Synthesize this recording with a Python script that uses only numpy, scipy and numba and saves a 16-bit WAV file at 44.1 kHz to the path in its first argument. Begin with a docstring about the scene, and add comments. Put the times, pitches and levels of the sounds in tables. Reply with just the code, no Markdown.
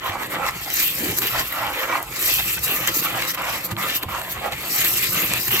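"""Wire tips scrape and knock on a plastic bowl as a whisk circles through dry flour and cornmeal.
Stick-slip friction and impacts drive the wall's modes; powder hisses through the wires, grit patters
and coarse meal crunches, each a dense train of random collisions. The wires tick, and the bowl
rocks on a cloth-covered table over a faint room rumble. A phone close above hears the powder first
at its left microphone port and the other layers first at its right."""
import sys
import numpy as np
from scipy import signal
from scipy.fft import rfft, irfft, next_fast_len
from scipy.io import wavfile
from numba import njit

SR = 44100
rng = np.random.default_rng(int(sys.argv[2]) if len(sys.argv) > 2 else 0)


def waveform_to_disk(signal):
    """Save audio, clipped to [-1, 1], as 16-bit WAV at the path in sys.argv[1]."""
    frames = np.transpose(np.atleast_2d(signal))
    scaled = np.clip(frames, -1, 1) * 32767
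    samples = np.round(scaled).astype(np.int16)
    wavfile.write(sys.argv[1], SR, samples)


N = 246959

# Wire tips dragging on the plastic. Each row: middle in seconds, length in seconds, scrape level in dB,
# centre frequency in Hz, crunch level in dB.
SCRAPES = [(0.081, 0.13, -29, 1030, -32.5), (0.149, 0.054, -28, 960, -44), (0.202, 0.14, -29.5, 1000, -41),
           (0.349, 0.074, -24.5, 1120, -33), (0.423, 0.077, -25, 870, -46),
           (0.467, 0.16, -26.5, 1080, -36.5), (0.712, 0.15, -40, 660, -55), (0.81, 0.07, -34, 1190, -31),
           (1.075, 0.16, -37, 860, -35.5), (1.233, 0.13, -33, 1020, -44), (1.369, 0.11, -25.5, 1075, -31.5),
           (1.6, 0.23, -30.5, 1250, -43), (1.648, 0.15, -26, 1010, -33), (1.782, 0.095, -29.5, 930, -30.5),
           (1.836, 0.074, -29.5, 1150, -31), (1.892, 0.052, -38, 1000, -36),
           (1.94, 0.14, -22.5, 1075, -35.5), (2.193, 0.14, -37, 1140, -42), (2.297, 0.031, -34, 710, -25.5),
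           (2.396, 0.033, -35.5, 980, -25.5), (2.505, 0.092, -40, 1330, -32.5),
           (2.579, 0.019, -30.5, 1410, -34), (2.716, 0.096, -29, 1410, -29.5),
           (2.847, 0.18, -30.5, 1070, -33), (3.054, 0.067, -27.5, 1330, -39),
           (3.153, 0.76, -37.5, 1140, -34), (3.162, 0.12, -28, 1110, -47), (3.253, 0.049, -35.5, 1070, -38),
           (3.413, 0.13, -29.5, 990, -35), (3.497, 0.26, -30.5, 1140, -49), (3.746, 0.13, -29.5, 930, -41),
           (3.837, 0.15, -29.5, 1140, -50), (4.012, 0.12, -34, 1060, -48), (4.15, 0.13, -27.5, 1060, -47),
           (4.29, 0.16, -37.5, 1040, -57), (4.378, 0.046, -31.5, 1130, -43), (4.463, 0.11, -26, 760, -38),
           (4.665, 0.17, -38.5, 1250, -36), (4.797, 0.18, -35, 1100, -41), (5.022, 0.17, -38, 1100, -29.5),
           (5.182, 0.1, -31.5, 1250, -49), (5.246, 0.026, -31.5, 1190, -49), (5.34, 0.14, -34, 1010, -28),
           (5.542, 0.1, -30, 1060, -26)]
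# Powder streaming through the wires, swelling on each fast sweep. Each row: time in seconds,
# hiss level in dB, crunch level in dB, coarse patter relative to the hiss in dB.
STREAM = [(0.0, -52, -58, -17), (0.3, -50.5, -48, -2), (0.53, -39.5, -38.5, -0.5), (0.65, -38.5, -40, 0.5),
          (0.8, -21, -31.5, -5.5), (0.87, -23, -30.5, -9), (0.93, -30, -36, -4.5),
          (1.15, -32.5, -40.6, 0.5), (1.45, -34, -37, -4), (2.07, -45, -44, 1.5), (2.27, -22, -29, -3),
          (2.43, -28.5, -32, -5), (2.5, -27, -33.5, -1), (2.56, -31, -36, 0), (2.6, -39.5, -40.5, 1),
          (2.7, -32, -46, -1), (3.1, -36.5, -42, -1.5), (3.4, -41, -44, -0.5), (3.7, -49, -52, 3),
          (4.05, -51, -40, -2), (4.35, -45.5, -39, -1.5), (4.55, -43, -37, 1.5), (4.7, -29.5, -45, -2),
          (4.79, -23.5, -29, -3), (4.87, -20, -26.5, -8.5), (4.95, -27, -41.5, -1.5),
          (5.08, -28, -46, -1.5), (5.13, -28, -40, -3), (5.17, -25, -24.5, -6), (5.24, -25, -26, -9.5),
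          (5.34, -34.5, -54, 2), (5.46, -25, -37.5, -4.5), (5.6, -24, -25, -8)]
# Flicks that throw powder. Each row: middle in seconds, length in seconds, three levels as in STREAM.
FLICKS = [(0.073, 0.059, -35, -37, -3), (0.145, 0.13, -47.5, -47, 2.5), (0.235, 0.088, -39, -34.5, 0.5),
          (0.328, 0.053, -37, -40, 0), (0.49, 0.096, -41, -31.5, 5), (1.193, 0.041, -19, -44, -4),
          (1.26, 0.088, -23, -25, -13), (1.397, 0.066, -36, -30, 5), (1.526, 0.017, -31, -33.5, -19),
          (1.82, 0.081, -33, -42, -21), (1.958, 0.08, -40.5, -34, 3), (2.646, 0.035, -23.5, -49, -2.5),
          (2.747, 0.16, -26, -32.5, -25), (2.884, 0.028, -28, -24.5, -2), (2.978, 0.097, -22.5, -56, -6),
          (3.046, 0.049, -25, -30.5, -6.5), (3.21, 0.11, -35.5, -31.5, -1), (3.298, 0.064, -27, -37, -3.5),
          (3.348, 0.011, -27, -36, -14), (3.527, 0.19, -34, -32, -0.5), (3.653, 0.038, -26, -40, -6),
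          (3.716, 0.017, -34, -39, -4), (3.88, 0.28, -33.5, -31, -0.5), (3.97, 0.052, -24, -50, -6.5),
          (4.031, 0.0088, -27, -29.5, -10), (4.12, 0.055, -41, -48, -16), (4.176, 0.19, -41, -38.5, 2.5),
          (4.24, 0.025, -37, -48, -8), (4.317, 0.068, -30.5, -43, -6), (4.464, 0.054, -40.5, -47, 1),
          (4.53, 0.026, -50, -32, 8), (4.979, 0.044, -27.5, -31.5, 0)]
# The crunch's colour as the wires near and leave the wall. Each row: time in seconds, centre in Hz.
CRUNCH_CENTRE = [(0.0, 1810), (0.06, 2280), (0.14, 1900), (0.78, 2200), (0.87, 2740), (1.06, 2190),
                 (1.26, 2510), (1.4, 1900), (1.46, 2560), (1.53, 2000), (1.7, 2200), (1.78, 1900),
                 (2.2, 2330), (2.24, 2020), (2.31, 2680), (2.63, 2290), (2.7, 2840), (2.78, 2220),
                 (2.95, 2170), (3.06, 2660), (3.12, 2140), (3.91, 2150), (3.98, 2620), (4.21, 1850),
                 (4.62, 2330), (4.77, 2090), (4.94, 2850), (4.99, 2450), (5.43, 2360), (5.47, 1810),
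                 (5.54, 2640), (5.6, 2520)]
# The bowl rocking. Each row: time in seconds, level in dB, low sway relative to the rim's drone in dB.
ROCKING = [(0.0, -50, -2.5), (0.33, -39.5, -3), (0.61, -51, 1.5), (0.67, -44, -11), (0.97, -49.5, 1),
           (1.01, -34.5, -8), (1.06, -30.5, -5.5), (1.17, -42.5, 0.5), (1.26, -34, -4.5), (1.34, -48, 3),
           (1.4, -34, -1), (1.46, -51, -2), (1.67, -45.5, 4.5), (1.73, -43.5, -17), (2.0, -41, -7),
           (2.06, -55, 0), (2.2, -42, -6), (2.48, -49, 6.5), (2.51, -41.5, -13), (2.6, -49, 6),
           (2.73, -35.5, -10), (2.85, -46, 5), (2.89, -41.5, -3.5), (3.66, -45.5, 0), (3.73, -43, 3),
           (3.74, -46, 11), (3.88, -43, -6), (4.01, -51, -3), (4.04, -38, -13), (4.07, -50, 12),
           (4.18, -48, -2), (5.15, -41, 0.5), (5.26, -35, -0.5), (5.43, -46, -1), (5.57, -32, -4),
           (5.6, -47, 7)]
# A wire loop striking the wall. 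Each row: start in seconds, level in dB.
KNOCKS = [(0.059, -17.5), (0.085, -22), (0.156, -16.0), (0.347, -23), (0.4655, -24), (0.4795, -18),
          (0.489, -20), (1.354, -16.5), (1.929, -14.0), (1.954, -8), (2.166, -24), (2.392, -22),
          (3.055, -23.0), (3.375, -21), (3.412, -17.5), (4.037, -23), (4.086, -23), (4.149, -18),
          (5.337, -25)]
# The bowl's foot striking the table. Each row: start in seconds, level in dB, frequency in Hz.
BUMPS = [(0.092, -27, 97), (1.005, -21, 252), (1.035, -18, 307), (1.061, -16, 300), (1.091, -24, 107),
         (1.22, -40, 122), (3.72, -20.5, 107), (4.032, -23, 313), (4.059, -24, 92), (5.089, -25.5, 117),
         (5.167, -22, 162), (5.341, -28, 117), (5.486, -23.5, 126)]
# Wires snapping free or colliding. Each row: start in seconds, levels of snap, ring and body in dB.
TICKS = [(0.2332, -21.0, -27, -24), (0.4654, -21.0, -22, -18.0), (0.4833, -18.0, -29, -22),
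         (0.4887, -18, -30, -17.0), (0.5091, -23, -34.0, -33), (0.647, -22.0, -23, -35.0),
         (0.703, -18, -19, -21.5), (0.7407, -6, -17, -25.0), (1.1774, -13.0, -20, -35.0),
         (1.187, -6, -12, -16), (1.1926, -18.0, -23, -33), (1.22, -24, -24, -14.0),
         (1.258, -35.0, -35.0, -21), (1.2707, -19, -21.0, -17), (1.395, -11.5, -16.0, -12),
         (2.028, -11.5, -29, -35.0), (2.1672, -33, -21, -23), (2.2266, -10, -16, -17.0),
         (2.2746, -35.0, -18, -19), (2.298, -16, -23, -16), (2.393, -7, -24, -20),
         (2.6641, -11, -26.0, -28), (2.68, -17, -22.0, -21), (2.7632, -17, -27, -22),
         (2.8754, -2.5, -6, -13.0), (2.889, -15, -19, -13), (3.029, -21, -33, -18.0),
         (3.2231, -11, -20.0, -12), (3.2515, -21, -25, -16.5), (3.3481, -17.0, -28.0, -26),
         (3.7151, -20.0, -22, -28), (3.7666, -31.0, -42, -14), (3.8862, -14.0, -25, -21.0),
         (4.032, -19.0, -25, -14.0), (4.0348, -19, -27.0, -19), (4.2164, -19, -23, -24.0),
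         (4.5227, -22, -25, -16), (4.5266, -35.0, -27.0, -23), (4.533, -22, -31.0, -17),
         (4.8067, -39, -16, -17), (4.825, -12.0, -21, -35.0), (4.8475, -7, -15, -12),
         (4.9827, -14.0, -14.0, -16), (5.0732, -15.0, -31, -18.0), (5.1217, -13.0, -23.0, -30.0),
         (5.148, -18, -27, -23), (5.2022, -21.0, -15, -19), (5.3367, -5, -10, -13), (5.4, -16, -25, -35.0),
         (5.4818, -7.0, -18, -19.0), (5.5457, -26.0, -21.0, -19), (5.5673, -35.0, -18, -13)]
# The whisk stalling. Each row: middle in seconds, length in seconds, change of level in dB.
STALLS = [(0.523, 0.052, -7), (1.205, 0.022, -8), (3.016, 0.016, -2.5), (3.327, 0.017, -6),
          (3.367, 0.018, -8.5), (3.753, 0.042, -14.5), (3.999, 0.042, -7.5), (4.067, 0.038, -7.5),
          (4.503, 0.026, -4.5), (5.501, 0.011, -6)]

# Spectral peaks. Each row: frequency in Hz, bandwidth in Hz, gain in dB.
WALL_MODES = [(524, 47, 5), (676, 134, 2), (823, 94, -1.5), (898, 23, 1.5), (1049, 40, -5.5),
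              (1121, 16.3, 3.5), (1212, 59, -0.5), (1354, 52, 3), (1487, 58, -1.5), (1642, 7.1, 4),
              (1920, 18, 1), (1998, 47, -2.5), (2290, 73, 0), (2950, 47, -29)]
GRIT_COLOURS = [(3880, 100, 1.5), (4454, 140, 13), (4950, 640, -5), (5690, 300, 8), (6620, 320, -1),
                (7610, 560, -1)]  # narrow peaks in the patter
HOLLOW_MODES = [(1793, 310, -4), (2065, 67, 7), (2280, 540, -6), (2585, 93, 6.5), (2754, 90, 5),
                (3067, 223, 7), (3540, 500, -3)]  # spaces between wires and wall
BOWL_MODES = [(116.7, 6.7, 3), (177.6, 49, -1), (247, 91, -5), (310, 72, -1.5), (368, 59, -1.5),
              (463, 110, -8)]  # two of the sway, then four of the rim

# Spectral envelopes. Each row: frequency in Hz, gain in dB.
POWDER_SPECTRUM = [(8000, -24), (10000, -8), (12000, 0), (14000, 0), (15800, -1)]
THICK_STREAM_SPECTRUM = [(5800, -22), (7000, -5), (8500, -1), (10300, 0), (12000, -6), (14000, -20)]
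GRIT_SPECTRUM = [(2800, -47), (3800, 0.5), (5000, 0.5), (5800, 1.5), (6800, -0.5), (8000, 5)]
MEAL_SPECTRUM = [(1000, -2), (1700, 0), (2700, -3.5), (3400, -1), (4500, 0), (6000, -51)]
SNAP_SPECTRUM = [(9000, -32), (10500, 4), (13000, -2), (16500, 1)]
WIRE_SPECTRUM = [(3800, -35), (4800, -8), (7000, 0.5), (8800, 0.5), (10000, -34)]
ROOM_SPECTRUM = [(24, -32), (35, -9), (55, -1), (80, -5.5), (130, -4), (300, -37)]

# Positions. Each triple: left port's lag in ms, left minus right in dB, unshared fraction of the power.
AT_POWDER, AT_MEAL, AT_GRIT = (-.154, 0, .015), (.11, .7, .35), (.19, 2.7, .84)
AT_WALL, AT_TABLE = (.029, -3.5, .27), (.22, -1.6, .037)

CONTACT_DB, CONTACT_HZ = -43.5, 1033  # light contact between scrapes
SCRAPE_SAG_HZ = 138  # the centre sinks as the tips slide down the wall
SETTLING_DB = -49.5  # grains trickle back between strokes
GRIT_PER_CRUNCH = .24  # dB per dB: crushed meal spits grit
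WALL_LOSS_DB = 33  # makes up for what a knock loses in the wall's resonances
CUTOFF_HZ = 16600


def undb(db):
    """Amplitude ratio of a level; undb(2 * db) is the power ratio."""
    return 10 ** (np.asarray(db) / 20)


def unit(x):
    """Normalisation to unit RMS."""
    return x / np.sqrt(np.mean(x ** 2))


def drift(rate):
    """Random modulation: Gaussian values 1 / rate seconds apart, joined by straight lines."""
    levels = rng.standard_normal(int(N / SR * rate) + 2)
    return np.interp(np.arange(N) * rate / SR, np.arange(len(levels)), levels)


def curves(table, t):
    """Linear interpolation of a table's columns at times t."""
    times, *columns = np.transpose(table)
    return [np.interp(t, times, column) for column in columns]


def swells(t, middle, length, db):
    """Gaussian power envelopes, one row for each event."""
    return undb(2 * db)[:, None] * np.exp(-8 * ((t - middle[:, None]) / length[:, None]) ** 2)


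def summed_db(t, *powers):
    """Incoherent sources add in power: their total at times t becomes a level at every sample."""
    return np.interp(np.arange(N) / SR, t, 10 * np.log10(sum(powers)))


@njit
def bandpass(x, hz, width_hz):
    """A resonator of moving centre and unit peak gain, in state-variable form."""
    y, band, low = np.empty(len(x)), 0., 0.
    for i in range(len(x)):
        g, damping = np.tan(np.pi * hz[i] / SR), width_hz / hz[i]
        v = (band + g * (x[i] - low)) / (1 + g * (g + damping))
        band, low = 2 * v - band, low + 2 * g * v
        y[i] = damping * v
    return y


def ring(x, peaks, wander_db=0., rate=12):
    """Parallel resonators, neighbours in opposite phase; wander_db shifts energy among them at random."""
    gains = np.array([undb(db + wander_db * drift(rate)) * (-1) ** k
                      for k, (_, _, db) in enumerate(peaks)])
    total = np.sqrt(np.sum(gains ** 2, axis=0) / np.sum(undb([db for _, _, db in peaks]) ** 2))
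    responses = [signal.lfilter(*signal.iirpeak(hz, hz / width, SR), x) for hz, width, _ in peaks]
    return np.sum(gains * responses, axis=0) / total


def colour(x, spectrum):
    """Zero-phase filtering by a spectral envelope."""
    hz, db = np.transpose(spectrum)
    size = next_fast_len(N)
    log_hz = np.log(np.fft.rfftfreq(size, 1 / SR) + 1)
    gain = undb(np.interp(log_hz, np.log(hz), db, left=-60, right=-60))
    return irfft(rfft(x, size) * gain, size)[:N]


def grains(rate, spread_db):
    """Shot noise: random collisions at a mean rate per second, a few of them large."""
    chance, size, strength = rng.random(N), rng.exponential(size=N), rng.standard_normal(N)
    return (chance < rate / SR) * strength * undb(spread_db * np.minimum(size, 6))


def impacts(times, levels_db, decay_ms, rattle, rebound, rebound_ms):
    """Inelastic collisions: each an impulse, one weaker rebound and a decaying rattle."""
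    n = np.arange(int(.03 * SR))
    pulses = rattle * rng.standard_normal((len(times), len(n))) * np.exp(-n / (decay_ms * SR / 1000))
    pulses[:, 0] = 1
    pulses[:, int(rebound_ms * SR / 1000)] = -rebound
    force = np.zeros(N + len(n))
    for start, db, pulse in zip(times, levels_db, pulses):
        force[int(start * SR):][:len(n)] += undb(db) * pulse
    return force[:N]


def ports(source, level_db, hits, lag_ms, pan_db, unshared):
    """Partial coherence: two ports share one sound with a time lag, and each hears its own grains too."""
    size = next_fast_len(N)
    common = np.sqrt(1 - unshared) * unit(source()) * undb(level_db) + hits
    delay = np.exp(-2j * np.pi * np.fft.rfftfreq(size, 1 / SR) * lag_ms / 1000)
    left = irfft(rfft(common, size) * delay, size)[:N]
    own = np.sqrt(unshared) * np.array([unit(source()), unit(source())]) * undb(level_db)
    return (np.array([left, common]) + own) * undb([[pan_db / 2], [-pan_db / 2]])


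def scrape(centre_hz):
    """Stick-slip friction drives the wall; the contact spot favours the modes near centre_hz."""
    friction = grains(6000, 2.16)
    wall = ring(friction, WALL_MODES, wander_db=4.6, rate=14)
    hollow_hum = bandpass(friction, centre_hz, width_hz=117.)
    return undb(-7) * wall + bandpass(wall, centre_hz, width_hz=460.) + undb(-2) * hollow_hum


def hiss(thick_db):
    """Tiny collisions of flour with the wires merge into noise; a thicker stream sounds deeper."""
    fine = unit(colour(grains(15000, .34), POWDER_SPECTRUM))
    thick = unit(colour(grains(12000, .98), THICK_STREAM_SPECTRUM))
    return fine + undb(thick_db) * thick


def patter():
    """Shot noise: a gritty patter with brief, randomly shifting narrow peaks from about 4 to 8 kHz."""
    grit = colour(grains(8000, .65), GRIT_SPECTRUM)
    return undb(1.5) * grit + ring(grit, GRIT_COLOURS, wander_db=10.2, rate=25)


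def crunch(centre_hz):
    """Cavity resonance colours the noise of coarse meal crushed between wires and wall."""
    meal = colour(grains(5000, 1.7), MEAL_SPECTRUM)
    hollow = undb(-7.5) * meal + ring(meal, HOLLOW_MODES, wander_db=5.3, rate=25)
    return undb(-8) * hollow + bandpass(hollow, centre_hz, width_hz=770.)


def rocking(sway_db):
    """Forced vibration: jolts set the rim droning while the whole bowl sways at lower frequencies."""
    jolts = grains(1500, 2.7)
    drone = unit(ring(jolts, BOWL_MODES[2:], wander_db=1.93, rate=5.1))
    sway = unit(ring(jolts, BOWL_MODES[:2], wander_db=1.6, rate=5.6))
    return drone + undb(sway_db) * sway


def rumble():
    """Band-limited noise forms the room's low background."""
    return colour(rng.standard_normal(N), ROOM_SPECTRUM)


def knocks(centre_hz):
    """Impulse response of the wall: a thud, and the modes that the struck spot favours."""
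    times, db = np.transpose(KNOCKS)
    blows = impacts(times, db + WALL_LOSS_DB, decay_ms=.14, rattle=.057, rebound=.17, rebound_ms=5.3)
    wall = bandpass(ring(blows, WALL_MODES) + undb(1) * blows, centre_hz, width_hz=230.)
    return bandpass(wall, centre_hz, width_hz=900.)  # the plastic gives, so little treble passes


def bumps(t, decay_cycles=2.43, rise_s=.0021):
    """Damped oscillation of the whole bowl after its foot meets the table."""
    wobble = np.zeros(N)
    for start, db, hz in BUMPS:
        age = np.maximum(t - start, 0)
        envelope = np.exp(-age * hz / decay_cycles) * (1 - np.exp(-age / rise_s))
        wobble += undb(db) * envelope * np.sin(2 * np.pi * hz * age)
    return wobble


def ticks(times, levels_db, spectrum):
    """Broadband transients of wires snapping free or colliding, filtered by a unit-peak response."""
    clicks = impacts(times, levels_db, decay_ms=.8, rattle=.25, rebound=.85, rebound_ms=1.4)
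    return colour(clicks, spectrum) / colour(np.arange(N) == 0, spectrum)[0]


def scene():
    """Superposition: the whisk's motion sets the levels of the bowl's layers, which add to the room's."""
    t = np.arange(N) / SR
    slow_t = t[::64]  # envelopes need only a coarse time grid
    stream_db, stream_meal_db, stream_coarse_db = curves(STREAM, slow_t)
    flick_s, flick_len, flick_db, flick_meal_db, flick_coarse_db = np.transpose(FLICKS)
    drag_s, drag_len, drag_db, drag_hz, drag_meal_db = np.transpose(SCRAPES)

    drags, contact = swells(slow_t, drag_s, drag_len, drag_db), undb(2 * CONTACT_DB)
    scrape_db = summed_db(slow_t, contact, *drags)
    progress = np.clip((slow_t - drag_s[:, None]) / drag_len[:, None], -1, 1)
    sliding_hz = drag_hz[:, None] - SCRAPE_SAG_HZ * progress
    mean_hz = ((sliding_hz * drags).sum(axis=0) + contact * CONTACT_HZ) / (drags.sum(axis=0) + contact)
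    scrape_hz = np.interp(t, slow_t, mean_hz)

    hiss_db = summed_db(slow_t, undb(2 * stream_db), *swells(slow_t, flick_s, flick_len, flick_db))
    coarse_db = summed_db(slow_t, undb(2 * SETTLING_DB), undb(2 * (stream_db + stream_coarse_db)),
                          *swells(slow_t, flick_s, flick_len, flick_db + flick_coarse_db))
    crunch_db = summed_db(slow_t, undb(2 * stream_meal_db),
                          *swells(slow_t, flick_s, flick_len, flick_meal_db),
                          *swells(slow_t, drag_s, drag_len, drag_meal_db))
    crunch_hz = curves(CRUNCH_CENTRE, t)[0] + 80 * drift(12)
    thick_db = coarse_db - hiss_db - 2.5 + 1.3 * drift(9.9)
    grit_db = coarse_db - 1 + GRIT_PER_CRUNCH * (crunch_db - crunch_db.mean()) + 1.1 * drift(13)
    rock_db, sway_db = curves(ROCKING, t)
    stall_db = sum(db * np.exp(-(2 * (t - middle) / length) ** 4) for middle, length, db in STALLS)
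    pace_db = stall_db + .8 * drift(30)  # the hand's pace moves powder and meal together

    tick_s, snap_db, wire_db, body_db = np.transpose(TICKS)
    tick_top = ticks(tick_s, snap_db, SNAP_SPECTRUM) + ticks(tick_s, wire_db, WIRE_SPECTRUM)
    tick_body = ticks(tick_s, body_db, MEAL_SPECTRUM)
    wall_knocks = knocks(scrape_hz)

    # Each layer takes a fixed trim in dB and a random flutter of level.
    powder = ports(lambda: hiss(thick_db), hiss_db + pace_db + 3.5 + 2 * drift(150),
                   tick_top, *AT_POWDER)
    grit = ports(patter, grit_db + pace_db + 1.46 * drift(80), 0, *AT_GRIT)
    meal = ports(lambda: crunch(crunch_hz), crunch_db + pace_db + 3.5 + 1.24 * drift(60),
                 tick_body, *AT_MEAL)
    wall = ports(lambda: scrape(scrape_hz), scrape_db + stall_db - .23 + 1.9 * drift(40),
                 wall_knocks, *AT_WALL)
    bowl = ports(lambda: rocking(sway_db), rock_db + 4.5 + 1.3 * drift(22), bumps(t), *AT_TABLE)
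    room = ports(rumble, -46 + 4.2 * drift(11), 0, *AT_TABLE)
    return powder + grit + meal + wall + bowl + room


def record(dry):
    """Saturation and band limiting: the phone clips at full scale and cuts the highest treble."""
    lowpass = signal.ellip(12, .2, 70, CUTOFF_HZ, fs=SR, output="sos")
    return signal.sosfilt(lowpass, np.clip(dry, -1, 1))


dry = scene()
out = record(dry)
waveform_to_disk(out)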